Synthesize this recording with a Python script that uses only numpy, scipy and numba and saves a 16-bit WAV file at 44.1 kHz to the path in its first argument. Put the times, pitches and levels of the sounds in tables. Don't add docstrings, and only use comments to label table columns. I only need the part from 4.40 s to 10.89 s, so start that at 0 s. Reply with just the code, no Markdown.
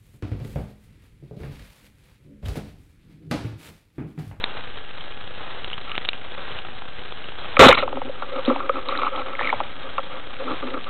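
import sys
import numpy as np
from scipy import signal
from scipy.fft import rfft, irfft
from scipy.io import wavfile
from scipy.ndimage import uniform_filter1d
from numba import njit

SR = 44100
rng = np.random.default_rng(int(sys.argv[2]) if len(sys.argv) > 2 else 0)


def field_ratio(decibels):
    return 10 ** (np.asarray(decibels, dtype=float) / 20)


def unload_audio(sound):
    columns = np.transpose(np.atleast_2d(sound))
    steps = np.round(np.clip(columns, -1, 1) * 32767)
    wavfile.write(sys.argv[1], SR, steps.astype(np.int16))


N = 286209
T = np.arange(N) / SR

# (centre [Hz], nominal width [Hz]); each source scales the width
BODY_MODES = [(264, 40), (385, 90), (535, 44.6), (830, 182), (1190, 134), (1320, 52), (2250, 480),
              (2900, 320), (3700, 350)]
# (frequency [Hz], relative density [dB per Hz])
HISS_SPECTRUM = [(12, -43), (20, -9.5), (32, -23.5), (108, -24.5), (200, -28.5), (330, -28), (540, -25),
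                 (700, -29), (1050, -29), (1280, -25), (1500, -29), (2100, -30.5), (2700, -29.5),
                 (3300, -28), (3800, -30.5), (5000, -44.5)]
# (frequency [Hz], nominal level [dB])
CLOCK_WHINES = [(506.0, -53.5), (689.1, -62), (753.7, -54), (823.6, -54.5), (1373, -57.5), (1475, -57.5),
                (1577, -51.5), (1685, -54.5), (1890, -56.5), (1997, -83.5), (2950, -60.5), (3160, -73),
                (3257, -52)]
# (time [s], peak [dB], pitch [Hz], share of the wide snap [dB])
HOUSING_TICKS = [(.0408, -4, 3790, 4.5), (.608, -26, 3220, -8), (1.2448, -18, 2840, 3),
                 (1.301, -20.5, 3340, 2), (1.331, -16, 3020, 2), (1.338, -23, 3160, -10),
                 (1.495, -22, 2400, 5), (1.5165, -17, 2840, 1), (1.5534, -15.5, 2750, 5),
                 (1.5627, -23, 2930, -3), (1.5795, -5, 2500, 23), (1.65, -19, 3270, -1.5),
                 (1.6554, -20.5, 2900, -2), (1.6885, -3.5, 3750, 3.5), (1.6902, -15, 2830, -3),
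                 (1.732, -18, 2840, 3.5), (2.188, -21.5, 2960, 1), (2.8414, -26, 2850, -5.5),
                 (3.1677, -8, 2320, -4.5), (3.3135, 2.5, 1870, 4.5), (3.3273, 1, 2290, -8),
                 (3.3782, -8.5, 2290, -12), (3.4186, -13.5, 2750, 3), (4.0507, -18.5, 3310, -4),
                 (4.058, -21, 3890, -4.5), (4.4864, -17.5, 3830, 0.5), (4.553, -20.5, 1860, -9),
                 (4.575, -18.5, 3860, -2), (4.627, -25, 2270, -6), (4.648, -24, 2310, -9),
                 (4.7601, -21.5, 3270, -6), (4.9516, -20, 2120, -4), (4.9921, -14, 1790, -9.5),
                 (5.0034, -18.5, 1850, -2.5), (5.0195, -20, 1840, -4), (5.0284, -17.5, 2220, -1),
                 (5.0444, -17, 2310, -11.5), (5.0534, -18.5, 2290, -5), (5.0724, -11.5, 2150, -8),
                 (5.0918, -14, 1820, -8.5), (5.0998, -13.5, 2220, -10), (5.1444, -29, 2270, -10),
                 (5.5822, -20.5, 2500, 3)]
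# (start [s], length [s], level [dB], tilt [dB per octave], extra of the main mode near 535 Hz [dB])
RUB_STROKES = [(1.477, 0.1, -43.5, 7, -10), (3.354, 0.055, -30, 5.5, 2), (3.423, .03, -26.5, -1, 5),
               (3.457, .14, -37.5, -6, 0), (3.652, .05, -39.5, -10, -1.5), (3.75, 1.21, -47.5, 1, 3.5),
               (3.826, 0.025, -45, -0.5, 7), (3.925, 0.076, -34.5, 1.5, 9.5), (4.06, 0.043, -31, 4, -7),
               (4.104, 0.031, -21, -2.5, -9.5), (4.15, 0.12, -38.5, -1, -7.5),
               (4.348, 0.044, -32, -1.5, -9), (4.48, 0.058, -31.5, 3, 2), (4.539, 0.053, -33.5, 2.5, -9),
               (4.589, .1, -33, 4, -7.5), (4.727, 0.097, -37.5, 3, 2.5), (4.862, 0.074, -39.5, 1, -16),
               (4.99, .12, -35, 3.5, -0.5), (5.205, 0.046, -44, -2, -0.5), (5.444, 0.046, -46.5, -3.5, 5),
               (5.706, 0.081, -43, 3, 1), (5.998, .07, -41.5, -4, 5), (6.072, 0.072, -31, -4, -8.5),
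               (6.219, .105, -38, -6.5, -2), (6.334, .055, -35.5, -4, -3), (6.464, 0.055, -40.5, -0.5, -9)]
RUB_BALANCE = [-8, -10, -3, -9, -3.5, -6, -11.5, -21, -20.5]
# (time [s], peak [dB], modes nearest the blow [Hz], least share of the main mode near 535 Hz [dB])
BARREL_KNOCKS = [(1.975, -25.5, 1250, 3), (3.169, -9, 1140, -7), (3.324, 5.5, 1250, -22),
                 (3.373, -6.5, 1250, -12), (3.424, -6.5, 1250, 2.5), (3.477, -9, 977, -17),
                 (3.527, -14.5, 796, -3), (3.57, -14, 840, -4), (3.616, -13, 880, -8.5),
                 (3.693, -20, 535, -2), (3.821, -13.5, 1090, -11.5), (4.075, -7.5, 264, -6),
                 (4.088, -11, 264, -22), (4.099, -15, 1280, -20), (4.106, -10, 535, -11),
                 (4.16, -13, 810, -25), (4.202, -16.5, 1100, -26), (4.293, -6.5, 1250, 1.5),
                 (4.355, -21.5, 1150, -13.5), (4.488, -16.5, 1250, -10.5), (4.55, -18, 1250, -20.5),
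                 (4.593, -22, 1250, -21), (4.617, -14, 1150, -14), (4.632, -10, 1200, -23),
                 (4.646, -14.5, 1100, -19.5), (4.665, -12, 1220, -23), (4.676, -16.5, 1250, -25),
                 (4.775, -19, 1040, -20), (4.864, -26.5, 1250, -2), (4.891, -25.5, 1000, -8),
                 (4.989, -21.5, 1120, -17), (5.01, -14, 810, -8.5), (5.127, -7.5, 866, -11.5),
                 (5.136, -13.5, 830, -4), (5.202, -10, 915, -21), (5.208, -16, 888, -7),
                 (5.58, -11, 1206, -10), (5.591, -17.5, 945, -8), (5.995, -39, 500, 0),
                 (6.11, -20, 1250, -12), (6.225, -22.5, 1250, -27), (6.34, -19, 1250, -5.5),
                 (6.465, -32, 1250, -12)]
# (time [s], level [dB], hold [s], fall [dB per s])
SHOT_BLOWS = [(3.193, 16.5, 0.055, 699.5), (3.257, 3.5, .018, 5003.5), (3.282, 10, .011, 2997.5),
              (3.295, -4, .027, 1999), (3.334, -13.5, 0.0198, 4000), (3.369, -13.5, 0.021, 547),
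              (3.422, -24, 0.017, 2997)]
SHOT_BALANCE = [-5.5, -2, 1, 1, 0.5, 1.5, -3.5, -14.5, -7.5]
# (frequency [Hz], gain [dB])
CONVERTER_BAND = [(3500, 0), (3900, -2), (4050, -6), (4200, -15), (4400, -32), (4550, -80)]

PICTURES_HZ = 29.852
CONVERTER_HZ, FULL_SCALE = 8000, .722
SHOT_START_S = SHOT_BLOWS[0][0]


def unit(x):
    return x / np.sqrt(np.mean(x ** 2))


def colour(x, points, floor_hz=5):
    hz, db = np.transpose(points)
    f = np.maximum(np.arange(len(x) // 2 + 1) * SR / len(x), floor_hz)
    gain = field_ratio(np.interp(np.log(f), np.log(hz), db))
    return irfft(rfft(x) * gain, len(x))


def ring(x, hz, width):
    b, a = signal.iirpeak(min(hz, 4200), hz / width, SR)
    return signal.lfilter(b, a, signal.lfilter(b, a, x))


def walk(rate):
    k = int(SR / rate)
    held = np.repeat(rng.standard_normal(N // k + 1), k)
    return unit(uniform_filter1d(held, k)[:N])


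def add(out, s, grain):
    i = int(s * SR)
    out[i:i + len(grain)] += grain[:N - i]


@njit
def follower(x, attack, release):
    e, out = 0., np.empty(len(x))
    for i in range(len(x)):
        e += (abs(x[i]) - e) * (attack if abs(x[i]) > e else release)
        out[i] = e
    return out


def circuits():
    phase = T * PICTURES_HZ % 1
    busy = (phase > .09) & (phase < .42)
    picture = (T * PICTURES_HZ).astype(int)
    load_db = 4 + 1.3 * rng.standard_normal(int(N / SR * PICTURES_HZ) + 1)[picture]
    spikes = rng.standard_normal(N) * field_ratio(3.0 * walk(900) + walk(60) + .6 * walk(3))
    hiss = unit(colour(unit(spikes) * field_ratio(busy * load_db), HISS_SPECTRUM)) * field_ratio(-38.5)

    write_from_s, write_s = -0.016, .22
    writing = uniform_filter1d(1. * ((T - write_from_s) % 1 < write_s), size=300)
    card_spectrum = [(150, -14.5), (500, 7.0), (1500, 5.0), (2500, -23.5), (4000, -3)]
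    card = unit(colour(rng.standard_normal(N) * field_ratio(1.6 * walk(300)), card_spectrum))

    whine = 0
    for hz, db in CLOCK_WHINES:
        level = field_ratio(db - 1 + 2.0 * walk(3.6))
        whine = whine + level * np.sin(2 * np.pi * (hz * T + rng.random()))
    return hiss + field_ratio(-37.5) * writing * card + whine


def supply():
    phase = T * PICTURES_HZ % 1
    rise = np.exp(-((phase - .26) / .012) ** 2)
    dip = np.exp(-((phase - .42) / .022) ** 2)
    return -.052 + field_ratio(-43) * (rise - dip) + field_ratio(-57.5) * walk(7)


def ticks():
    contact_s, shorter_db_per_db = .0019, 0.82
    out, t = np.zeros(N), T[:900]
    snap = np.sinc(CONVERTER_HZ * (t - 3e-4)) - 0.06 * np.exp(-t / 0.00089)
    noises = rng.standard_normal((len(HOUSING_TICKS), 900))
    for (s, db, hz, snap_db), noise in zip(HOUSING_TICKS, noises):
        length = contact_s * field_ratio(-shorter_db_per_db * snap_db)
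        push = (t / length) * np.exp(-3.0 * t / length)
        cycles = ring(push * (np.sin(2 * np.pi * hz * t) + 1.6 * noise), hz, 0.57 * hz)
        click = cycles / np.abs(cycles).max() + field_ratio(snap_db) * snap
        click = click + 0.35 * sum(ring(click, f, 1.5 * w) for f, w in BODY_MODES[6:])
        add(out, s, field_ratio(db) * click / np.abs(click).max())
    return out


def stroke(s, length, edge):
    return np.clip(np.minimum(T - s, s + length - T) / edge + .5, 0, 1)


def rub():
    edge_s, brush_db = 0.018, -48.5
    slip_db, out = 3 * walk(140), 0
    drags = [stroke(s, length, edge_s) * field_ratio(db) for s, length, db, *_ in RUB_STROKES]
    for k, (db, (hz, width)) in enumerate(zip(RUB_BALANCE, BODY_MODES)):
        octaves = np.log2(hz / BODY_MODES[3][0])
        gain = field_ratio(brush_db) * (T > SHOT_START_S)
        for drag, (*_, tilt, main_db) in zip(drags, RUB_STROKES):
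            gain = gain + drag * field_ratio(tilt * octaves + main_db * (k == 2))
        grain_db = min(hz / 1200, 1) * (slip_db + 1.9 * walk(150))
        wander_db = 1.5 * walk(30)
        grains = rng.standard_normal(N) * field_ratio(grain_db + wander_db)
        out = out + field_ratio(db) * gain * unit(ring(grains, hz, 1.61 * width))
    return colour(out, [(190, -20), (250, 0)])


def knocks():
    reach_db_per_oct, remote_db = 25.5, -24
    out, t = np.zeros(N), T[:3000]
    centres = np.array([264, 535, 830, 1250])
    noises = rng.standard_normal((len(BARREL_KNOCKS), 3000))
    for (s, db, near_hz, main_db), noise in zip(BARREL_KNOCKS, noises):
        distance = np.abs(np.log2(centres / near_hz))
        low, mid, upper, high = np.maximum(-reach_db_per_oct * distance, remote_db)
        mid = max(mid, main_db)
        edge = max(upper, high) - 15
        shares = [low, low - 18, mid, upper, high, high - 2, edge, edge - 4]
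        knock = 0
        for k, ((hz, width), share) in enumerate(zip(BODY_MODES, shares)):
            hz *= 1 + .03 * noise[k]
            press_s = min(0.53 / width, max(.005, 3 / hz))
            press = np.sin(np.pi * np.minimum(t / press_s, 1)) ** 2
            drive = press * (np.sin(2 * np.pi * hz * t) + 3.0 * noise)
            knock = knock + field_ratio(share) * unit(ring(drive, hz, 2.14 * width))
        add(out, s, field_ratio(db) * knock / np.abs(knock).max())
    return out


def shot():
    attack_s, tail_s = 0.0012, .2
    force = 0
    for s, db, hold, fall in SHOT_BLOWS:
        decay = field_ratio(db - fall * np.clip(T - s - hold, 0, tail_s))
        force = force + decay * np.clip((T - s) / attack_s, 0, 1) * (T < s + hold + tail_s)
    bright = field_ratio(4) * np.clip(force, .05, 10) ** -0.22
    modes = []
    for db, (hz, width) in zip(SHOT_BALANCE, BODY_MODES):
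        swell = field_ratio(4 * walk(110))
        modes.append(field_ratio(db) * swell * unit(ring(rng.standard_normal(N), hz, 2.4 * width)))
    thump = field_ratio(-10) * unit(ring(rng.standard_normal(N), 110, 150))
    return force * unit(sum(modes[:6]) + thump + bright * sum(modes[6:]))


def recoil():
    after = T - SHOT_START_S
    decay = (after > 0) * np.exp(-np.abs(after) / 0.15)
    return field_ratio(-24.0) * decay * unit(ring(rng.standard_normal(N), 45, 90))


def scene():
    sound = circuits() + ticks() + rub() + knocks() + shot() + recoil()
    excess = np.maximum(np.minimum(np.abs(sound), 1) - .4, 0)
    over = follower(excess, 1 / (0.01 * SR), 1 / (.3 * SR))
    return (sound / (1 + 1.9 * over) + supply())[None]


def top_cut(x):
    return signal.sosfilt(signal.butter(12, 15940, fs=SR, output="sos"), x)


def record(dry):
    count = 2 * round(N * CONVERTER_HZ / SR / 2)
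    sampled = np.interp(np.arange(count) * N / count, np.arange(N), dry[0])
    slow = rfft(np.clip(sampled, -FULL_SCALE, FULL_SCALE))
    mirrored = irfft(np.r_[slow, np.conj(slow[-2::-1])], N) * N / count
    limited = colour(mirrored, CONVERTER_BAND)
    mix = np.clip(limited, -FULL_SCALE, FULL_SCALE)[None]
    return top_cut(mix)


dry = scene()
out = record(dry)
unload_audio(out)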